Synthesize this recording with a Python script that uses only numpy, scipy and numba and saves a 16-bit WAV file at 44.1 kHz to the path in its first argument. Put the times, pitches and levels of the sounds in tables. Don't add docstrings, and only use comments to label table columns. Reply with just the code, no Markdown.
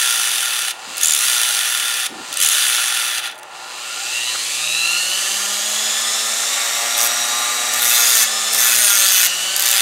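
import sys
import numpy as np
from scipy import signal
from scipy.fft import rfft, irfft
from scipy.io import wavfile
from scipy.ndimage import uniform_filter1d, minimum_filter1d
from numba import njit

SR = 44100
rng = np.random.default_rng(int(sys.argv[2]) if len(sys.argv) > 2 else 0)


def gain_from_db(level_db):
    decades = np.asarray(level_db, float) / 20
    return 10 ** decades


def inscribe(sig):
    pcm = np.round(np.clip(np.atleast_2d(sig).T, -1, 1) * 32767)
    wavfile.write(sys.argv[1], SR, pcm.astype(np.int16))


N = 432621
T, HZ = np.arange(N) / SR, np.fft.rfftfreq(N, 1 / SR)
MAINS_HZ = 120
FAN_LIMIT_HZ = 255
TURNED_S = 5


def unit(x):
    return x / np.sqrt(np.mean(x ** 2))


def points(table):
    f, db = np.transpose(table)
    return gain_from_db(np.interp(np.log(HZ + 1), np.log(f), db))


def resonances(table, hz, valley_db, order=1):
    peaks = sum(gain_from_db(db) ** 2 / (1 + (2 * (hz - f) / w) ** 2) ** order for f, w, db in table)
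    return np.sqrt(gain_from_db(valley_db) ** 2 + peaks)


def dip(hz, width, db):
    return gain_from_db(db * np.exp(-((HZ - hz) / width) ** 2))


def above(hz, power):
    return 1 / (1 + (hz / (HZ + 1)) ** power)


def halves(x, gain, lo_hz, split_hz):
    spec = rfft(x) * gain
    over = above(split_hz, 6)
    power = np.abs(spec) ** 2 * 2 / N ** 2
    low_rms = np.sqrt(power[(HZ > lo_hz) & (HZ < split_hz)].sum())
    high_rms = np.sqrt(power[HZ > split_hz].sum())
    return irfft(spec * (1 - over), N) / low_rms, irfft(spec * over, N) / high_rms


def walk(rate):
    k = int(SR / rate)
    return 0.14 * uniform_filter1d(np.repeat(rng.standard_normal(N // k + 1), k), k)[:N]


def throb(turns, depth, sharp):
    swell = np.exp(sharp * (np.cos(2 * np.pi * turns) - 1))
    return unit(1 + depth * unit(swell))


def rough_band(rate, angle):
    return unit(walk(rate) * np.sin(angle) + walk(rate) * np.cos(angle))


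@njit
def repeat(x, lag, share):
    y = np.zeros(len(x))
    for i in range(len(x)):
        k = int(lag[i])
        y[i] = x[i] * np.sqrt(1 - share[i] ** 2)
        if i > k + 1:
            y[i] += share[i] * ((1 + k - lag[i]) * y[i - k] + (lag[i] - k) * y[i - k - 1])
    return y


# loaded t/s, f/Hz, freed t/s, f/Hz
BOGS = [
    (0.0, 68, 0.72, 31.5),
    (1.0, 83.5, 2.07, 31.7),
    (2.44, 91, 3.3, 24.5),
]
# t/s, f/Hz
SPIN_UP = [(3.5, 41.4), (3.85, 79.5), (4.15, 113.3), (4.39, 132.7), (4.76, 163.6), (5.21, 190),
           (5.9, 215.6), (6.36, 225.8), (6.91, 234.7)]
# t/s, f/Hz
LATE = [(7.3, 238.3), (7.65, 238.8), (7.96, 238.3), (8.23, 218.3), (8.57, 222.3), (8.9, 201.5), (9.28, 178),
        (9.59, 192.8), (9.81, 193.5)]


def shaft():
    s, hz = np.concatenate([np.reshape(BOGS, (-1, 2)), SPIN_UP[:1]]).T
    place = np.interp(T, s, np.arange(len(s)))
    k = np.minimum(place.astype(int), len(s) - 2)
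    bend = np.where(k % 2, 1.25, 1.5)
    early = hz[k + 1] + (hz[k] - hz[k + 1]) * (1 - (place - k)) ** bend
    s, hz = np.transpose(SPIN_UP + LATE)
    late = FAN_LIMIT_HZ * np.tanh(np.interp(T, s, np.arctanh(hz / FAN_LIMIT_HZ)))
    return np.where(T < s[0], early, late)


# f/Hz, low rush level/dB, high rush level/dB, whine level/dB, slot whine level/dB
MOTOR = [(29.2, -37, -58.5, -42, -26.5), (47, -34.5, -38, -42, -22), (77.5, -33, -29.5, -44, -19),
         (110, -31.5, -23.5, -40, -13), (160, -29, -22.5, -37, -5.5), (189, -25, -21, -32.5, -4),
         (236, -23, -20.5, -29, -2), (228.5, -21.5, -21, -26, -2)]


def by_speed(hz):
    at, *columns = np.transpose(MOTOR)
    return [np.interp(hz, at, c) for c in columns]


def line(turns, k, blur):
    blur = np.clip(blur, 0, 1)
    angle = 2 * np.pi * (round(k) * turns + k * 0.0022 * walk(40) + rng.random())
    rough = rough_band(k * 9, angle) / np.sqrt(2)
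    return np.sqrt(1 - blur ** 2) * np.sin(angle) + blur * rough


SLOTS = (8, 16, 24, 32, 40, 48, 56, 64, 72, 80)
SLOTS_DB = (-11, -2, -1, -3, -11.5, -11, -11, -10.5, -11, -12)
SLOT_LOAD_DB = (5, -2.5, -1, 1, 10, 7, -1, 2, 7, 3)
SLOT_BLUR = (.08, .5, .3, .6, .7, 1.8, 1.8, 2.6, 3, 3)
SLOT_GULP = (.15, 1.2, .8, .8, .4, .5, .5, .5, .5, .5)
# f/Hz, width/Hz, level/dB
SLOT_RINGS = [(890, 340, -15), (1400, 166, -16), (1900, 120, -22), (2753, 390, -13), (3914, 400, -15.5),
              (4280, 260, -18.5), (4800, 240, -25), (6350, 900, -22), (7000, 450, -23), (8840, 1100, -18),
              (10700, 1200, -17), (13300, 1400, -26), (15000, 1200, -30)]
# f/Hz, width/Hz, level/dB
SLOT_RINGS_DOWN = [(1514, 250, -20), (1910, 310, -25.5), (2830, 530, -17), (3530, 470, -24.5),
                   (3820, 130, -21), (4600, 340, -25.5), (5295, 370, -24), (5700, 350, -22.5),
                   (6850, 460, -18.5), (8900, 690, -20), (10040, 500, -21), (13200, 980, -22),
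                   (14700, 1000, -30)]


def slots(hz, turns):
    tipped_s, tipping_s = 5.6, 0.4
    mains = 2 * np.pi * MAINS_HZ * T
    gulps = np.cos(mains) + 0.48 * np.cos(2 * mains) + 0.4 * np.cos(3 * mains)
    gulps = np.clip(2.9 - hz / 90, .8, 1.5) * gulps
    speed_blur = (hz / FAN_LIMIT_HZ + 0.0036) ** 2
    whine = 0
    for k, db, load_db, blur, gulp in zip(SLOTS, SLOTS_DB, SLOT_LOAD_DB, SLOT_BLUR, SLOT_GULP):
        level = gain_from_db(db + load_db * contact() + 4.2 * walk(9))
        whine = whine + level * (1 + gulp * gulps) * line(turns, k, blur * speed_blur)
    whine = whine * throb(turns, depth=0.5, sharp=1.8) * gain_from_db(by_speed(hz)[3])
    spec = rfft(whine)
    up = irfft(spec * resonances(SLOT_RINGS, HZ, valley_db=-42, order=2), N)
    down = irfft(spec * resonances(SLOT_RINGS_DOWN, HZ, valley_db=-42, order=2), N)
    return up + np.clip((T - tipped_s) / tipping_s + .5, 0, 1) * (down - up)


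# multiple, level/dB, blur share
ORDERS_DB = [(2.98, 2, 0.26), (3.9, -6.5, 0.043), (5.06, -5.5, 0.39), (6.8, -11, 0.083), (8.95, 0, 0.092),
             (10.2, -12, 0.14), (33, -8, 0.37), (44.7, -24.5, 0.99), (60, -18, .9)]
# f/Hz, width/Hz, level/dB
HOUSING = [(620, 160, -4), (1020, 46, -4.5), (1222, 104, 3.5), (1340, 190, -37.5), (1750, 210, -17),
           (3340, 450, 6), (7400, 350, 3.5), (10600, 610, 1), (8900, 900, 11), (13300, 850, -3.5)]


def brush_whine(hz, turns, level_db):
    whine = sum(gain_from_db(db + 14.3 * walk(4.6)) * line(turns, k, blur) for k, db, blur in ORDERS_DB)
    whine = whine * throb(MAINS_HZ * T, depth=18.0, sharp=2.8) * gain_from_db(level_db + contact())
    whine = whine * np.clip((hz - 60) / 170, 0, 1)
    return irfft(rfft(whine) * resonances(HOUSING, HZ, valley_db=-32) * above(553, 8), N)


def unbalance(hz, turns):
    top_db = -1.5 * np.clip((hz - 224) / 9, 0, 1)
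    held_db = -7 * contact() * np.clip((212 - hz) / 12, 0, 1)
    level = gain_from_db(-44.5 + top_db + held_db + 2 * walk(8.6)) * np.clip(hz / 200, 0, 1) ** 3
    oval = gain_from_db(-6.5 + 6.1 * contact())
    return level * (np.sin(2 * np.pi * turns) + oval * np.sin(4 * np.pi * turns))


# f/Hz, width/Hz, level/dB
VENTS = [(1400, 290, -6.5), (1820, 230, -1.5), (2844, 840, -1), (3907, 960, -2), (4430, 260, -5),
         (4820, 710, -2), (6570, 1200, -1.5), (7250, 610, 1), (8050, 660, 1.5), (8770, 600, 0.5),
         (10500, 3000, -6.5)]
# f/Hz, level/dB per Hz
RUSH_SLOW = [(35, -70), (60, -56), (238, -12.5), (448, -10), (607, -2.5), (666, -2), (991, -1.5),
             (1550, -6.5), (7230, -17.5), (16000, -32)]
# f/Hz, level/dB per Hz
RUSH_FAST = [(35, -82), (60, -46), (300, -12.5), (515, -16), (579, -2), (698, -5), (767, -3.5),
             (1200, -1.5), (2970, -6), (3760, -2), (5210, -5.5), (5590, 0), (7750, -4), (13300, -10.5),
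             (16000, -20)]


def rush(hz, low_db, high_db):
    fast = np.clip((hz - 60) / 170, 0, 1)
    lifted_s, leaning_db = 5.4, 1
    air = repeat(rng.standard_normal(N), SR / hz, 0.2 + 0.086 * fast)
    air = air * throb(MAINS_HZ * T + 0.6, depth=0.52, sharp=1.0)
    vents = resonances(VENTS, HZ, valley_db=-7, order=2)
    slow_low, slow_high = halves(air, vents * points(RUSH_SLOW), lo_hz=480, split_hz=2730)
    fast_low, fast_high = halves(air, vents * points(RUSH_FAST), lo_hz=500, split_hz=3080)
    low = (1 - fast) * slow_low + fast * fast_low
    high = (1 - fast) * slow_high + fast * fast_high
    return gain_from_db(low_db - 5.5) * low + gain_from_db(high_db - 1.5 + leaning_db * (T < lifted_s)) * high


def motor(hz, turns):
    low_db, high_db, whine_db, _ = by_speed(hz)
    return brush_whine(hz, turns, whine_db) + unbalance(hz, turns) + rush(hz, low_db, high_db)


# start t/s, end t/s, attack t/s, body level/dB, hiss level/dB
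CUTS = [
    (-0.1, 0.711, 0.03, -22.5, -21.5),
    (0.984, 2.065, 0.038, -22, -20.5),
    (2.358, 3.197, 0.059, -21, -20.5),
    (3.199, 3.279, 0.037, -24.5, -31),
    (3.287, 3.326, 0.0084, -29.5, -41),
    (6.965, 7.073, 0.01, -28, -16.5),
    (7.725, 8.238, 0.18, -19.5, -12),
    (8.517, 9.265, 0.028, -18, -11.5),
    (9.576, 9.91, 0.091, -17, -15.5),
]


def contact():
    touch = sum((T > c[0]) & (T < c[1]) for c in CUTS)
    return uniform_filter1d(touch.astype(float), size=600)


def pressure(hz):
    entry_db, release_s = -18.5, 0.017
    body, hiss = 0, 0
    for start, end, attack, body_db, hiss_db in CUTS:
        swell_db = entry_db * np.clip(1 - (T - start) / attack, 0, 3)
        hold = np.clip((T - start) / 0.0099 + 1, 0, 1) * np.clip(1 - (T - end) / release_s, 0, 1) ** 2
        octaves = np.log2(hz / np.interp((start + end) / 2, T, hz))
        body_law, hiss_law = (2, 5) if start < TURNED_S else (-9, -9)
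        body = body + hold * gain_from_db(body_db + 0.63 * swell_db + body_law * octaves)
        hiss = hiss + hold * gain_from_db(hiss_db + swell_db + hiss_law * octaves)
    return body, hiss


# t/s, length t/s, period t/s, peak level/dB
SKIDS = [
    (3.3124, 0.005, 0.017, -17),
]
# t/s, peak level/dB
TICKS = [(3.3444, -33), (3.3544, -30), (3.3624, -39), (3.3782, -28), (3.3864, -26), (3.3944, -27),
         (3.4131, -44), (3.43, -21.5), (3.4524, -57), (3.4934, -45), (3.5104, -54), (7.736, -1),
         (7.7434, -1), (8.5286, -7), (8.5341, -7), (8.534, -3), (8.5464, -1), (8.556, -4), (8.5644, -7),
         (9.5625, 4), (9.577, -3), (9.5943, 1), (9.6048, 0), (9.616, -6), (9.622, 3), (9.636, -3),
         (9.6464, -10), (9.6564, -1), (9.661, -2), (9.6724, -14), (9.6774, -8), (9.6864, 3), (9.6974, -6),
         (9.7034, -1), (9.7123, 12)]
# t/s, peak level/dB
ENTRY_1 = [(0.9684, -10), (0.9792, -4), (0.9914, -18), (1.0111, -2), (1.0326, 5), (1.0454, -3), (1.057, -7),
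           (1.07, 3), (1.082, -2), (1.0944, -5), (1.1065, -5), (1.1204, 1), (1.1353, -4), (1.1474, 2),
           (1.1614, -4), (1.1754, -7), (1.1884, -2)]
# t/s, peak level/dB
ENTRY_2 = [(2.3266, -6.5), (2.3391, -6), (2.3705, -2), (2.3824, -11), (2.3904, -11), (2.4009, -1),
           (2.413, 2), (2.424, 18), (2.4334, -1), (2.446, -1), (2.4603, -2), (2.472, -3), (2.4862, 2),
           (2.4964, -5)]


def skids():
    slowing, scatter_db, fade_db = 0.0075, 2.0, -0.54
    marks, sizes = np.zeros(N), np.zeros(N)
    for (s, length, period, db), chance in zip(SKIDS, rng.standard_normal((len(SKIDS), 32))):
        n = np.arange(1 + int(length / period))
        at = ((s + period * n * (1 + slowing * n)) * SR).astype(int)
        marks[at] = 1
        sizes[at] = gain_from_db(db - 18 + scatter_db * chance[n] * (n > 0) + fade_db * n)
    for table, trim_db in [(TICKS, -7.5), (ENTRY_1, -10), (ENTRY_2, -10)]:
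        for s, db in table:
            marks[int(s * SR)], sizes[int(s * SR)] = 1, gain_from_db(db + trim_db)
    t = np.arange(-2000, 2001) / SR

    def bell(x, late, width):
        return signal.fftconvolve(x, np.exp(-((t - late) / width) ** 2), mode="same")

    return bell(sizes, 0.0022, 0.0016), 1 - np.clip(bell(marks, 0, 0.014), 0, 1)


# f/Hz, width/Hz, level/dB
FRAME_BACK = [(1475, 95, 4.5), (1900, 230, -0.5), (2590, 71, 4), (3540, 300, 3.5), (4800, 100, -4),
              (5710, 91, -24), (6320, 730, -1), (8870, 820, -6.5), (10300, 210, -6), (11050, 230, -6),
              (12050, 650, -2.5), (13300, 440, -5), (14400, 400, -10), (15700, 52, -28)]


def thumps(turns):
    pulses = np.exp(90 * (np.cos(2 * np.pi * turns) - 1))
    ring = resonances(FRAME_BACK[:4], HZ, valley_db=-15.5) * above(1100, 4)
    return gain_from_db(-16.5 + 1.8 * walk(9.1)) * (T > TURNED_S) * unit(irfft(rfft(pulses) * ring, N))


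# start t/s, end t/s, from f/Hz, to f/Hz,
# level/dB
SINGING = [(5.65, 6.338, 3347, 3596, -31), (6.199, 6.896, 6640, 8060, -27.5),
           (7.737, 8.066, 12350, 11840, -20), (7.774, 7.997, 10400, 10300, -26),
           (7.908, 8.244, 6430, 6940, -16), (7.982, 8.224, 4800, 4700, -18),
           (7.727, 8.258, 3680, 3420, -25.5), (8.55, 8.677, 13300, 13300, -19),
           (8.576, 8.74, 7260, 7000, -26), (8.665, 9.127, 9570, 8100, -14.5),
           (8.743, 9.264, 6570, 6280, -15), (9.02, 9.28, 12900, 11500, -32), (9.65, 9.77, 7250, 7400, -16),
           (9.74, 9.9, 8840, 9160, -18)]


def singing(push):
    out = 0
    for start, end, from_hz, to_hz, db in SINGING:
        place = np.clip((T - start) / (end - start), 0, 1)
        angle = 2 * np.pi * np.cumsum(from_hz + (to_hz - from_hz) * place) / SR
        band = rough_band(0.06 * from_hz, angle)
        out = out + gain_from_db(db) * np.sqrt(np.abs(np.sin(np.pi * place))) * band
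    return out * push


# f/Hz, width/Hz, level/dB
FRAME_FRONT = [(1417, 220, 1), (1820, 340, -4), (2610, 450, -3.5), (3000, 400, -1.5), (3540, 570, 1.5),
               (4100, 340, -3.5), (4690, 270, -0.5), (5360, 240, -2.5), (5990, 630, 0), (6660, 490, -0.5),
               (7540, 360, -0.5), (8750, 1050, -0.5), (10300, 2450, -0.5), (14800, 1000, -13)]
# f/Hz, width/Hz, level/dB
FRONT_DIP = (13500, 550, -7)


def cutting(hz, turns):
    body_gain, hiss_gain = pressure(hz)
    scrapes, settled = skids()
    back = T > TURNED_S
    bite = gain_from_db(2.8 * np.clip(rng.standard_normal(4000), -2, 1.3))[np.floor(turns + .5).astype(int)]
    spot = np.exp(np.where(back, 2.4, 4) * (np.cos(2 * np.pi * turns) - 1))
    spot = spot + 0.12 * np.exp(4 * (np.cos(2 * np.pi * (turns - .45)) - 1))
    torque_front = throb(MAINS_HZ * T, depth=0.26, sharp=2.9)
    torque_back = throb(MAINS_HZ * T + 0.32, depth=3.2, sharp=1.46)
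    torque = np.where(back, torque_back, torque_front)
    grit = rng.standard_normal(N) * gain_from_db(5.4 * walk(900))
    grit = unit(repeat(grit, SR / hz, np.where(back, .75, .3)))
    push = 1 + np.where(back, 6, 2.16 * 0.27) * spot * bite * settled
    push = push / np.sqrt(uniform_filter1d(push ** 2, size=4000))
    push = push * torque * gain_from_db(2.75 * walk(25) - 5.3 * (1.5 - settled))

    edge = above(1000, 4)
    front_gain = edge * dip(*FRONT_DIP) * resonances(FRAME_FRONT, HZ, valley_db=-10.5, order=2)
    rear_gain = edge / np.sqrt(1 + (HZ / 14700) ** 12) * resonances(FRAME_BACK, HZ, valley_db=-5.5)
    front = halves(grit * push, front_gain, lo_hz=1086, split_hz=4060)
    rear = halves(grit * push, rear_gain, lo_hz=1097.8, split_hz=4960)
    body, hiss = np.where(back, rear, front)
    single = rfft(grit * scrapes * ~back) * unit(front_gain) * above(2500, 2)
    single = single + rfft(grit * scrapes * back) * unit(rear_gain) * above(5500, 2)
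    tearing = body_gain * (body + thumps(turns)) + hiss_gain * hiss
    return tearing + irfft(single, N) + singing(push)


# t/s, peak level/dB, f/Hz
SQUEAKS = [(1.0318, -1, 6650), (1.045, -5, 6930), (1.057, -1, 7400), (1.0704, -10, 7100), (1.0823, 2, 7200),
           (1.108, -1, 7160), (1.1353, -4, 6900), (2.4607, -2, 7000), (2.526, -8.5, 6600)]


def squeaks():
    out = 0
    for (s, db, hz), start in zip(SQUEAKS, rng.random((len(SQUEAKS), 1))):
        t = T - s - .001
        tone = np.sin(2 * np.pi * (hz * t * (1 - 12 * t) + start))
        out = out + gain_from_db(db) * np.exp(-(t / np.where(t < 0, .0008, .0016)) ** 2) * tone
    return out


# f/Hz, level/dB per Hz
RUMBLE = [(25, -14), (60, -13), (120, -2), (300, -14), (600, -39)]
# f/Hz, level/dB
HUM = [(120, -70), (240, -72), (360, -56), (600, -55), (840, -57)]
# t/s, length t/s, level/dB, f/Hz
KNOCKS = [(0.9, 0.036, -47, 270), (1.092, 0.066, -50, 90), (2.117, 0.019, -38, 282),
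          (2.175, 0.064, -39, 305), (2.307, 0.025, -47, 260.1), (2.432, 0.039, -51, 110.3),
          (1.45, 0.2, -55, 40), (3.4, 0.2, -71, 40), (4.354, 0.012, -29, 1400), (7.021, 0.066, -52, 70.12),
          (7.817, 0.1102, -50, 69.96), (8.2, 0.11, -49, 45), (8.65, 0.17, -56, 50), (9.69, 0.14, -52, 60)]


def bench():
    rumble = unit(irfft(rfft(rng.standard_normal(N)) * points(RUMBLE), N))
    out = gain_from_db(-61.5 + 1.5 * contact() + 3.5 * walk(6.0)) * rumble
    out = out + sum(gain_from_db(db + 4 * walk(11)) * np.sin(2 * np.pi * hz * T) for hz, db in HUM)
    for s, length, db, hz in KNOCKS:
        thud = unit(irfft(rfft(rng.standard_normal(N)) / (1 + ((HZ - hz) / (0.39 * hz)) ** 2), N))
        out = out + gain_from_db(db) * np.exp(-((T - s) / length) ** 4) * thud
    return out


def room(dry):
    t60_s, level_db, top_hz = 0.33, -6, 4700
    tails = rng.standard_normal((2, SR // 2)) * gain_from_db(-60 * T[:SR // 2] / t60_s)
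    tails = tails / np.sqrt(np.sum(tails ** 2, axis=1, keepdims=True))
    wet = rfft(signal.fftconvolve(dry, tails[0])[:N])
    return gain_from_db(level_db) * irfft(wet / np.sqrt(1 + (HZ / top_hz) ** 2), N)


# f/Hz, level/dB
SIDE_SHARE = [(60, -20), (200, -23), (380, -20.5), (700, -29.5), (1000, -31), (1500, -31.5), (2380, -34),
              (4400, -21.5), (8120, -24), (15000, -16.5)]
# t/s, place (left positive)
PLACE = [
    (3.2, .2),
    (5.3, -.9),
    (6.3, 0),
    (8.6, .5),
    (9.8, .2),
]


def scene():
    hz = shaft()
    turns = np.cumsum(hz) / SR
    dry = slots(hz, turns) + motor(hz, turns) + cutting(hz, turns) + squeaks()
    mid = dry + bench() + room(dry)
    share = rfft(mid) * points(SIDE_SHARE)
    lag_s = .0004
    side = irfft(share * np.exp(-2j * np.pi * (HZ * lag_s + 0.19)), N)
    side = side + np.interp(T, *np.transpose(PLACE)) * irfft(share, N)
    return np.array([mid + side, mid - side])


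def band_limit(x):
    return signal.sosfilt(signal.butter(12, 16810, fs=SR, output="sos"), x)


# f/Hz, width/Hz, level/dB
AIR_DIP = (16000, 1000, -1.6)
# f/Hz, width/Hz, level/dB
LOW_DIP = (944, 71, -4.5)


def record(dry):
    mic_low_hz, top_hz, limit = 90, 15780, .9
    colour = dip(*AIR_DIP) * dip(*LOW_DIP) * above(mic_low_hz, 2)
    heard = irfft(rfft(dry) * colour, N)
    gain = np.minimum(1, limit / (np.abs(heard).max(axis=0) + 1e-9))
    gain = uniform_filter1d(minimum_filter1d(gain, size=65), size=64)
    mix = irfft(rfft(heard * gain) * (HZ < top_hz), N)
    return band_limit(mix)


dry = scene()
out = record(dry)
inscribe(out)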